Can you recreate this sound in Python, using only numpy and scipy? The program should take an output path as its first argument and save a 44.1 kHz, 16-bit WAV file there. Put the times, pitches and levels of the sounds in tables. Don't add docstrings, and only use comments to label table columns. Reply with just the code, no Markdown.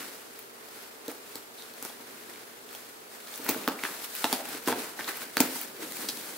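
import sys
import numpy as np
from scipy import signal
from scipy.fft import rfft, irfft
from scipy.io import wavfile
from scipy.ndimage import uniform_filter1d

SR = 44100
rng = np.random.default_rng(int(sys.argv[2]) if len(sys.argv) > 2 else 0)


def field_ratio(decibels):
    return 10 ** (np.asarray(decibels, dtype=float) / 20)


def dump_mix(stems):
    frames = np.atleast_2d(stems).T
    limited = np.clip(frames, -1, 1)
    pcm = np.round(limited * 32767).astype(np.int16)
    wavfile.write(sys.argv[1], SR, pcm)


N = 280917


def evened(x):
    return x / np.sqrt(np.mean(x ** 2) + 1e-20)


def read(points, hz):
    f, value = np.transpose(points)
    return np.interp(np.log(hz + 1), np.log(f + 1), value)


def add(mix, s, sound):
    part = mix[..., round(s * SR):][..., :sound.shape[-1]]
    part += sound[..., :part.shape[-1]]


def passed(x, hz, kind, order=2):
    return signal.sosfilt(signal.butter(order, hz, kind, fs=SR, output="sos"), x)


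def pair(common, own, magnitude, side, size):
    overlap = size * 3 // 4
    hz, t, z = signal.stft(np.array([common, own]), SR, nperseg=size, noverlap=overlap)
    apart = field_ratio(read(side, hz))[:, None] * z[1]
    z = np.array([z[0] + apart, z[0] - apart]) * magnitude(hz, t)
    return signal.istft(z, SR, nperseg=size, noverlap=overlap)[1][:, :N]


def ring(modes, t, detune, rise):
    x = 0
    for hz, db, t60 in modes:
        x = x + field_ratio(db - 60 * t / t60) * np.sin(2 * np.pi * hz * detune * t)
    x = x * (1 - np.exp(-t / rise))
    return x / abs(x).max()


def room_air():
    # (frequency [Hz], level [dB per Hz])
    air_colour = [(20, -24), (60, -25), (95, -21), (190, -17), (270, -9), (420, -3), (560, -6),
                  (1400, -13.5), (2200, -19.5), (6000, -21), (16500, -22)]
    # (frequency [Hz], side minus middle [dB])
    air_width = [(60, -2), (180, 1.5), (550, 0), (1650, 8), (4970, 3), (15000, 0.5)]
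    common, own = rng.standard_normal((2, N))
    noise = pair(common, own, lambda hz, t: field_ratio(read(air_colour, hz))[:, None], air_width, size=2048)
    return field_ratio(-50.5) * evened(noise)


def appliance_hum():
    # (frequency [Hz], width [Hz], level [dB rms])
    motor_tones = [(59, 6, -90), (118, 3, -77), (241, 3.6, -69), (406.5, 48, -63.5), (450, 36, -63)]
    steady = 0.7
    t = np.arange(N) / SR
    out = np.zeros(N)
    for hz, width, db in motor_tones:
        r = np.exp(-np.pi * width / SR)
        drift = rng.standard_normal(N) + 1j * rng.standard_normal(N)
        for _ in range(2):
            drift = signal.lfilter([1], [1, -r], drift)
        drift = drift / abs(drift) ** steady
        out += field_ratio(db) * evened((drift * np.exp(2j * np.pi * hz * t)).real)
    return out


def slips():
    per_s, spread_db, smooth, flutter_db = 2500, 6.0, 0.88, 1.02
    flurry = field_ratio(flutter_db * evened(uniform_filter1d(rng.standard_normal(N), size=500)))
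    strength = field_ratio(spread_db * np.minimum(rng.exponential(1, N), 4))
    happens = rng.random(N) < per_s / SR
    clicks = evened(strength * happens * rng.choice([-1., 1.], N))
    rub = rng.standard_normal((2, N))
    return (np.sqrt(smooth) * rub + np.sqrt(1 - smooth) * clicks) * flurry


def effort(t, trim_db, steps):
    # (peak time [s], build-up
    # [s], fade [s], level [dB], brightness [dB per step])
    hand_strokes = [(.02, 0.22, 0.14, -47, 0.5), (.14, 0.18, 0.2, -53.5, 2), (.38, 0.069, 0.089, -55, 3),
                    (.8, 0.22, 0.16, -52, 2), (1.1, 0.062, 0.091, -50.5, -0.5),
                    (1.375, 0.17, 0.075, -51.5, 2.5), (1.6, 0.069, 0.16, -53, 3.5),
                    (1.856, 0.062, 0.085, -48, 3), (2.35, 0.46, 0.17, -57, 1.5),
                    (2.754, 0.084, 0.21, -53, 5), (3.133, 0.042, 0.11, -53, 1),
                    (3.352, 0.12, 0.11, -48, 3.5), (3.495, 0.057, 0.21, -42.5, -1.5),
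                (3.44, 0.047, 0.067, -49.5, 2), (3.72, 0.068, 0.044, -54, -6),
                (3.851, 0.074, 0.28, -44, 2.5), (4.045, 0.034, 0.024, -44, 9), (4.16, 0.089, .2, -47, 7),
                (4.245, 0.11, 0.1, -42.5, 7), (4.33, 0.038, 0.063, -38, 0.5), (4.49, 0.024, .05, -54, 0),
                (4.485, 0.055, 0.13, -46.5, 0), (4.55, 0.11, 0.064, -44, 1.5),
                (4.689, 0.024, 0.035, -35.5, 1.5), (4.77, 0.065, 0.027, -44.5, -3),
                (4.805, 0.041, 0.12, -42.5, 1), (5.001, 0.029, 0.11, -46, 0.2),
                (5.089, 0.02, 0.039, -39, 1.1), (5.228, 0.14, 0.034, -44.5, 2),
                (5.41, 0.026, 0.081, -37, -2), (5.56, .09, .06, -48, 19), (5.63, 0.3, 0.048, -44, 5),
                (5.795, 0.011, 0.077, -68.5, -13), (5.827, 0.021, 0.041, -44, -0.5),
                (5.95, 0.15, 1, -50, 17), (6.035, 0.055, .03, -44.5, 0.5), (6.11, 0.98, 0.57, -52, -2.5)]
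    # (time [s], level [dB])
    resting_grip = [(0, -61), (1.5, -59.5), (2.1, -55), (3.1, -59), (3.5, -58), (5.2, -58), (5.75, -59.5),
                    (6.37, -51)]
    s, rise, fade, db, bright = np.transpose(hand_strokes)[:, :, None]
    before = (s - t) / np.maximum(rise, .005)
    after = (t - s) / np.maximum(fade, .005)
    away = np.where(t < s, before, after)
    strokes = field_ratio(db + bright * steps - 10 * away) ** 2
    rest = field_ratio(np.interp(t, *np.transpose(resting_grip))) ** 2
    return field_ratio(trim_db) ** 2 * (strokes.sum(0) + rest)


def rustle():
    # (lowest frequency [Hz], highest frequency [Hz])
    layer_bands = [
        (150, 600),
        (600, 2800),
        (2800, 7000),
        (7000, 19000),
    ]
    # (level [dB], response to brightness [steps])
    layer_shares = [(-2.27, -2.06), (0.22, -0.33), (-3, 0.19), (0.85, 0.37)]
    # (frequency [Hz], level [dB per Hz])
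    cloth_colour = [(60, 10), (146, -21.5), (229, -3), (308, -4), (490, -8), (1120, -10), (1400, -8),
                    (3100, -12.5), (4300, -11), (6400, -16), (16500, -17.5)]
    # (frequency [Hz], side minus middle [dB])
    cloth_width = [(60, 4), (180, -23), (550, -3.5), (1650, -4.5), (4970, -1.5), (15000, -3)]

    def magnitude(hz, t):
        colour, power = field_ratio(read(cloth_colour, hz)) ** 2, 0
        for (lo, hi), share in zip(layer_bands, layer_shares):
            band = colour / (1 + (lo / (hz + 1)) ** 8) / (1 + (hz / hi) ** 8)
            power = power + (band / band.mean())[:, None] * effort(t, *share)
        patches = rng.standard_normal((len(hz), len(t)))
        patches = uniform_filter1d(patches, size=9, axis=0)
        patches = evened(uniform_filter1d(patches, size=14, axis=1))
        return np.sqrt(power) * field_ratio(0.5 * patches + 0.1)

    return passed(pair(*slips(), magnitude, cloth_width, size=512), 115, "high", order=4)


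def burst(noise, t, hz, kind, rise, t60, spike, shiver_db=-20):
    shiver = field_ratio(shiver_db - 60 * t / 0.12)
    drive = noise * (1 - np.exp(-t / rise)) * (field_ratio(-60 * t / t60) + shiver)
    drive[..., 12] += spike
    x = passed(drive, hz, kind)
    return x / np.sqrt(2 * uniform_filter1d(x[0] ** 2, size=30).max())


def hit(click_db, hz, snap_db, edge_hz):
    t = np.arange(3000) / SR
    noise = rng.standard_normal((2, 2, 3000))
    crack = burst(noise[0], t, (.5 * hz, min(2.2 * hz, 8000)), "band", .0004, .005, spike=2.2)
    snap = burst(noise[1], t, edge_hz, "high", 0.00077, 0.0068, spike=1.6, shiver_db=-29.0)
    mid, apart = field_ratio(click_db) * 0.63 * crack + field_ratio(snap_db) * snap
    plastic = ring([(hz, 0, 6 / hz + 0.0042)], t, 0.94, 0.00009)
    mid = field_ratio(-2.5) * (mid + field_ratio(click_db) * 1.01 * plastic)
    apart = field_ratio(-9.0) * passed(apart, 2000, "high", order=1)
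    return np.array([mid + apart, mid - apart])


def nail_ticks():
    # (time [s], peak click [dB], ring [Hz])
    tick_times = [(0.017, -34, 1590), (0.375, -48, 2210), (1.623, -34, 4100), (1.7383, -38.5, 4470),
                  (1.896, -37, 3700), (2.338, -36, 3810), (2.359, -38, 2320), (2.69, -36, 3720),
                  (2.729, -40, 1980), (2.7497, -31.5, 3570), (3.272, -34, 4300), (3.314, -36, 7600),
                  (3.34, -29.5, 3860), (3.358, -28, 10200), (3.4403, -37, 3460), (3.4638, -27.5, 1560),
                  (3.5457, -26.5, 1500), (3.6416, -32, 2720), (3.7923, -34, 2240), (3.8527, -41, 3600),
                  (3.8645, -41, 2600), (4.3288, -23, 1800), (4.66, -31, 5500), (4.6755, -21, 1700),
                  (4.719, -23, 1900), (5.219, -29.5, 1510), (5.377, -35, 6500), (5.4127, -20, 7000),
                  (5.826, -43, 1900), (6.09, -20.5, 5200), (6.0905, -24, 4540), (6.172, -30, 4500)]
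    out = np.zeros((2, N))
    for s, db, hz in tick_times:
        add(out, s, hit(db, hz, db - 8, edge_hz=5500))
    return out


def buckle_clicks():
    # (time [s], peak click [dB], ring [Hz], peak bright snap [dB])
    click_times = [(.0273, -35, 2000, -32), (1.0805, -31.5, 4300, -27.5), (1.115, -40, 1480, -31),
                   (1.3558, -30.5, 4700, -26), (1.8258, -39, 6300, -22), (1.8497, -38, 4200, -23.5),
                   (3.4838, -28, 2040, -26), (3.4885, -22, 4430, -28), (3.4925, -17.5, 7060, -25),
                   (3.4932, -24, 2150, -16), (3.4985, -28, 5120, -29), (3.6774, -27, 4300, -21.5),
                   (3.6845, -26.5, 4900, -37), (3.686, -22, 2900, -31), (3.8368, -25, 4200, -25),
                   (4.2425, -15.5, 4080, -21.5), (4.243, -13, 2920, -33), (4.2512, -23, 2800, -24),
                   (4.3278, -21, 5160, -13), (4.336, -24, 4840, -25), (4.675, -22, 3540, -20),
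                   (4.6833, -27, 1730, -17), (4.7255, -21, 1710, -25), (4.9925, -30, 1630, -31),
                   (5.0442, -27.5, 4080, -39), (5.1175, -32, 1960, -29), (5.3685, -36, 2170, -22),
                   (5.3697, -19, 4600, -14.5), (5.4025, -15, 2500, -13), (5.4044, -16, 2300, -9.5),
                   (5.4078, -18, 7660, -9.5), (5.9213, -32, 4400, -25), (6.0872, -20.5, 4770, -20)]
    out = np.zeros((2, N))
    for s, db, hz, snap_db in click_times:
        add(out, s, hit(db, hz, snap_db, edge_hz=5500))
    return out


def thread_snaps():
    # (time [s], peak snap [dB])
    snap_times = [(0.391, -27), (.4266, -33), (1.096, -32), (1.293, -36), (1.7378, -32), (1.833, -28),
                  (2.0014, -42), (2.729, -29), (2.7498, -29), (3.359, -33), (3.377, -22), (3.44, -26),
                  (3.446, -24), (3.4655, -20), (3.4906, -6), (3.4985, -13), (3.504, -21), (3.5103, -17),
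                  (3.683, -17.5), (4.1515, -18.5), (4.4875, -25), (4.6378, -27), (4.685, -31), (4.897, -40),
                  (5.089, -35), (5.1683, -22), (5.172, -21), (5.219, -35), (5.3562, -29), (5.4038, -9),
                  (5.4125, -17), (5.42, -33), (5.614, -17), (5.633, -23), (5.9693, -19.5)]
    out = np.zeros((2, N))
    for s, db in snap_times:
        add(out, s, hit(db - 13.5, 2500, db, edge_hz=14600))
    return out


def knock(panel_db, bag_db, panel_tune, bag_tune):
    # (frequency [Hz], level [dB], time to fall 60 dB [s])
    panel_tones = [(875, 12, 0.027), (700, 0, 0.077), (992, 8.5, 0.012), (1250, 5, 0.015)]
    # (frequency [Hz], level [dB], time to fall 60 dB [s])
    bag_tones = [(257.8, -3, 0.074), (296.3, -1, 0.068), (431, -1.5, 0.053), (610, -10, 0.064)]
    rattles_per_s, rattle_db, rattle_t60 = 310, -4.5, 0.087
    t = np.arange(6000) / SR
    push = field_ratio(bag_db - 33.5) * ring([(118.4, 0, 0.2)], t, 1, 0.0049)
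    panel = field_ratio(panel_db - 5.0) * ring(panel_tones, t, panel_tune, 0.00055)
    bag = field_ratio(bag_db + 0.5) * ring(bag_tones, t, bag_tune, 0.0014)
    happens = rng.random(6000) < rattles_per_s / SR
    strength = rng.uniform(-1, 1, 6000) * field_ratio(rattle_db - 60 * t / rattle_t60)
    chatter = happens * strength * (t > .008)
    struck = panel + field_ratio(-16) * bag
    return panel + bag + signal.fftconvolve(struck, chatter)[:len(t)], push


def bag_knocks():
    # (time [s], panel knock [dB], bag thump [dB], panel pitch [Hz], bag pitch [Hz])
    bounces = [(3.4637, -31, -38, 950, 268), (3.484, -47, -43, 880, 265), (3.4881, -18, -37, 875, 242),
               (3.491, -26, -19, 906, 259), (3.4971, -24, -45, 860, 258), (3.6779, -21, -22.5, 926, 269),
               (3.6817, -48, -22, 900, 263), (3.688, -20, -40, 900, 275), (4.2424, -11, -22.5, 854, 262),
               (4.248, -21, -54, 875, 267), (4.2515, -18, -54, 890, 258), (4.3274, -15, -28, 850, 259),
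               (4.3325, -27, -52, 795, 257), (4.334, -23, -40, 770, 225), (4.675, -26, -25, 920, 268),
               (4.686, -38, -31, 880, 254), (4.6832, -12.5, -47, 890, 250), (4.685, -18, -25, 880, 245),
               (4.698, -18.5, -35, 827, 248), (4.7179, -21, -24, 846, 260), (4.7259, -13, -31, 905, 243),
               (5.37, -29, -26, 940, 274), (5.4045, -24, -22.5, 920, 250), (5.4045, -15.5, -26, 930, 255),
               (5.41, -27, -42, 880, 250), (5.4116, -39, -36, 885, 242)]
    # (time [s], panel knock [dB], bag thump [dB])
    finger_pats = [(1.0815, -34, -26), (1.0875, -36, -36), (1.115, -32, -57), (1.3558, -33.5, -39),
                   (1.7378, -46, -47), (1.826, -38, -36.5), (1.8506, -30.5, -40), (1.9, -33, -60),
                   (2.0014, -36.5, -44), (2.7498, -38, -77), (3.395, -33, -34.5), (3.5461, -27, -40),
                   (3.558, -40, -27.5), (3.8362, -28, -31.5), (4.545, -52, -33.5), (4.9945, -27.5, -46),
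                   (5.078, -28, -58), (5.089, -40, -38), (5.219, -51, -40), (5.5572, -27, -35),
                   (5.8253, -62, -48), (5.845, -55, -41), (5.9678, -45, -46), (6.04, -36, -36),
                   (6.1731, -37, -41)]
    blows = [(s, p_db, b_db, p_hz / 875, b_hz / 257.8) for s, p_db, b_db, p_hz, b_hz in bounces]
    for row in finger_pats:
        retune = 1 + 0.05 * np.tanh(rng.standard_normal(2))
        blows.append((*row, *retune))
    body, table = np.zeros((2, N)), np.zeros(N)
    for s, *blow in blows:
        sound, push = knock(*blow)
        add(body, s, sound)
        add(table, s, push)
    return body, table


def single_taps():
    # (time [s], peak [dB], ring [Hz], time to fall 60 dB [s])
    tap_times = [(1.0838, -27.5, 380, 0.011), (1.826, -37, 1300, .006), (3.6772, -12, 3700, .002),
                 (3.6776, -9.5, 1250, 0.0045), (3.707, -35, 810, 0.032), (3.7195, -33, 950, .02),
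                 (3.8366, -16.5, 2210, 0.0061), (3.8515, -18, 1730, .006), (3.888, -33, 1090, 0.0086),
                 (4.2435, -17, 1520, 0.0024), (4.259, -29, 1050, 0.032), (4.279, -36, 840, .04),
                 (4.3281, -15, 3530, 0.0047), (4.349, -32, 800, 0.035), (4.37, -36, 730, .04),
                 (4.675, -19.5, 353, 0.032), (4.687, -20, 960, .02), (4.701, -23.5, 450, .04),
                 (4.7175, -30, 3620, .01), (4.758, -30.5, 420, .03), (4.782, -33, 439, 0.075),
                 (4.992, -34, 1580, .012), (5.0785, -26.5, 4240, .008), (5.3697, -8.5, 1720, .0035),
                 (5.369, -20, 3470, 0.0046), (5.3775, -22, 4700, .012), (5.4046, -9, 7550, .004),
                 (5.4046, -15, 5440, 0.0033), (5.8256, -36.5, 323, 0.17), (5.4048, -13, 278, 0.059),
                 (4.3284, -20.5, 265.4, 0.057), (4.401, -33, 690, .04), (4.811, -35.5, 442, .09),
                 (3.684, -26.5, 1130, .03), (3.695, -32, 1300, .03), (1.8501, -37, 420, 0.027),
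                 (1.356, -39, 400, .03), (1.6226, -36, 4000, .005), (5.9213, -37, 2100, .008),
                 (6.089, -37, 1400, .01), (3.7905, -34.5, 2320, .02), (4.7255, -29, 3630, 0.0049),
                 (4.7257, -24, 1200, 0.0078), (5.37, -17.5, 1040, 0.0074), (5.373, -34, 1550, 0.046),
                 (6.0915, -27, 3700, .01), (6.107, -31, 4400, .01)]
    out, t = np.zeros((2, N)), np.arange(6000) / SR
    for s, db, hz, t60 in tap_times:
        x = field_ratio(db) * ring([(hz, 0, t60)], t, 0.97, 0.09 / hz)
        add(out, s, np.array([x, np.roll(x, shift=2)]))
    return out


def strap_scrapes():
    # (time [s], length [s], ring [Hz], width [Hz], level [dB rms])
    scrape_times = [
        (1.577, 0.054, 3920, 900, -55.5),
        (3.786, .015, 2280, 400, -53),
        (3.827, 0.056, 1900, 1890, -43.5),
        (4.336, 0.12, 700, 393, -48.5),
        (4.986, 0.041, 1700, 1180, -44.5),
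        (5.074, 0.049, 1560, 875, -40.5),
        (6.087, 0.019, 4320, 2500, -40),
    ]
    out = np.zeros((2, N))
    for s, length, hz, width, db in scrape_times:
        u = np.arange(0, 1, 1 / (length * SR))
        catches = rng.standard_normal((2, 8000)) ** 3
        mid, apart = passed(catches, (hz - width / 2, hz + width / 2), "band")[:, :len(u)]
        pull = field_ratio(db) * 2 * np.sqrt(u) * (1 - u) * 2 / np.std(mid)
        add(out, s, pull * np.array([mid + 0.44 * apart, mid - 0.087 * apart]))
    return out


def room(x):
    # (delay [s], level [dB])
    near_echoes = [(.009, -13), (0.0113, -11.5), (0.014, -40), (.021, -17.5)]
    # (frequency [Hz], time to fall 60 dB [s])
    room_decay = [(150, 0.46), (400, 0.86), (1000, 0.62), (3000, 0.41), (8000, 0.25), (16000, 0.5)]
    half = SR // 2
    sparse, near = np.zeros((2, 2, half))
    at = np.arange(400, half - 20, 20) + rng.integers(0, 20, (2, (half - 401) // 20))
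    np.put_along_axis(sparse, at, rng.choice([-1., 1.], at.shape), 1)
    hz, t, z = signal.stft(sparse, SR, nperseg=256)
    z = z * field_ratio(-60 * t / read(room_decay, hz)[:, None])
    tail = signal.istft(z, SR, nperseg=256)[1][:, :half]
    for s, db in near_echoes:
        near[[0, 1], round(s * SR) + rng.integers(-9, 9, 2)] = field_ratio(db)
    tail = field_ratio(-8.5) * passed(tail, 310, "high", order=1) / np.linalg.norm(tail[0])
    answer = tail + passed(near, 1330, "high")
    wet = signal.fftconvolve(x[None], answer, axes=1)[:, :N]
    apart = passed(wet[0] - wet[1], 1600, "high", order=1) / 2
    return wet.mean(0) + np.array([apart, -apart])


def scene():
    bed = room_air() + appliance_hum() + rustle()
    body, table = bag_knocks()
    buckle = nail_ticks() + buckle_clicks() + thread_snaps() + body + single_taps() + strap_scrapes()
    buckle = 0.044 * buckle + passed(buckle, 210, "high", order=3)
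    return buckle + table + room(buckle.mean(0)) + bed


def roll_off(x):
    return signal.sosfilt(signal.butter(12, 16970, fs=SR, output="sos"), x)


def record(dry):
    # (frequency [Hz], left minus right [dB])
    balance = [(60, -1.5), (300, -1), (1000, -0.5), (2500, -1.3), (5000, -2), (12000, 2)]
    hz = np.fft.rfftfreq(N, 1 / SR)
    gain = field_ratio(np.outer([.5, -.5], read(balance, hz))) * (hz < 15770)
    mix = irfft(rfft(dry, axis=1) * gain, N, axis=1)
    return roll_off(mix)


dry = scene()
out = record(dry)
dump_mix(out)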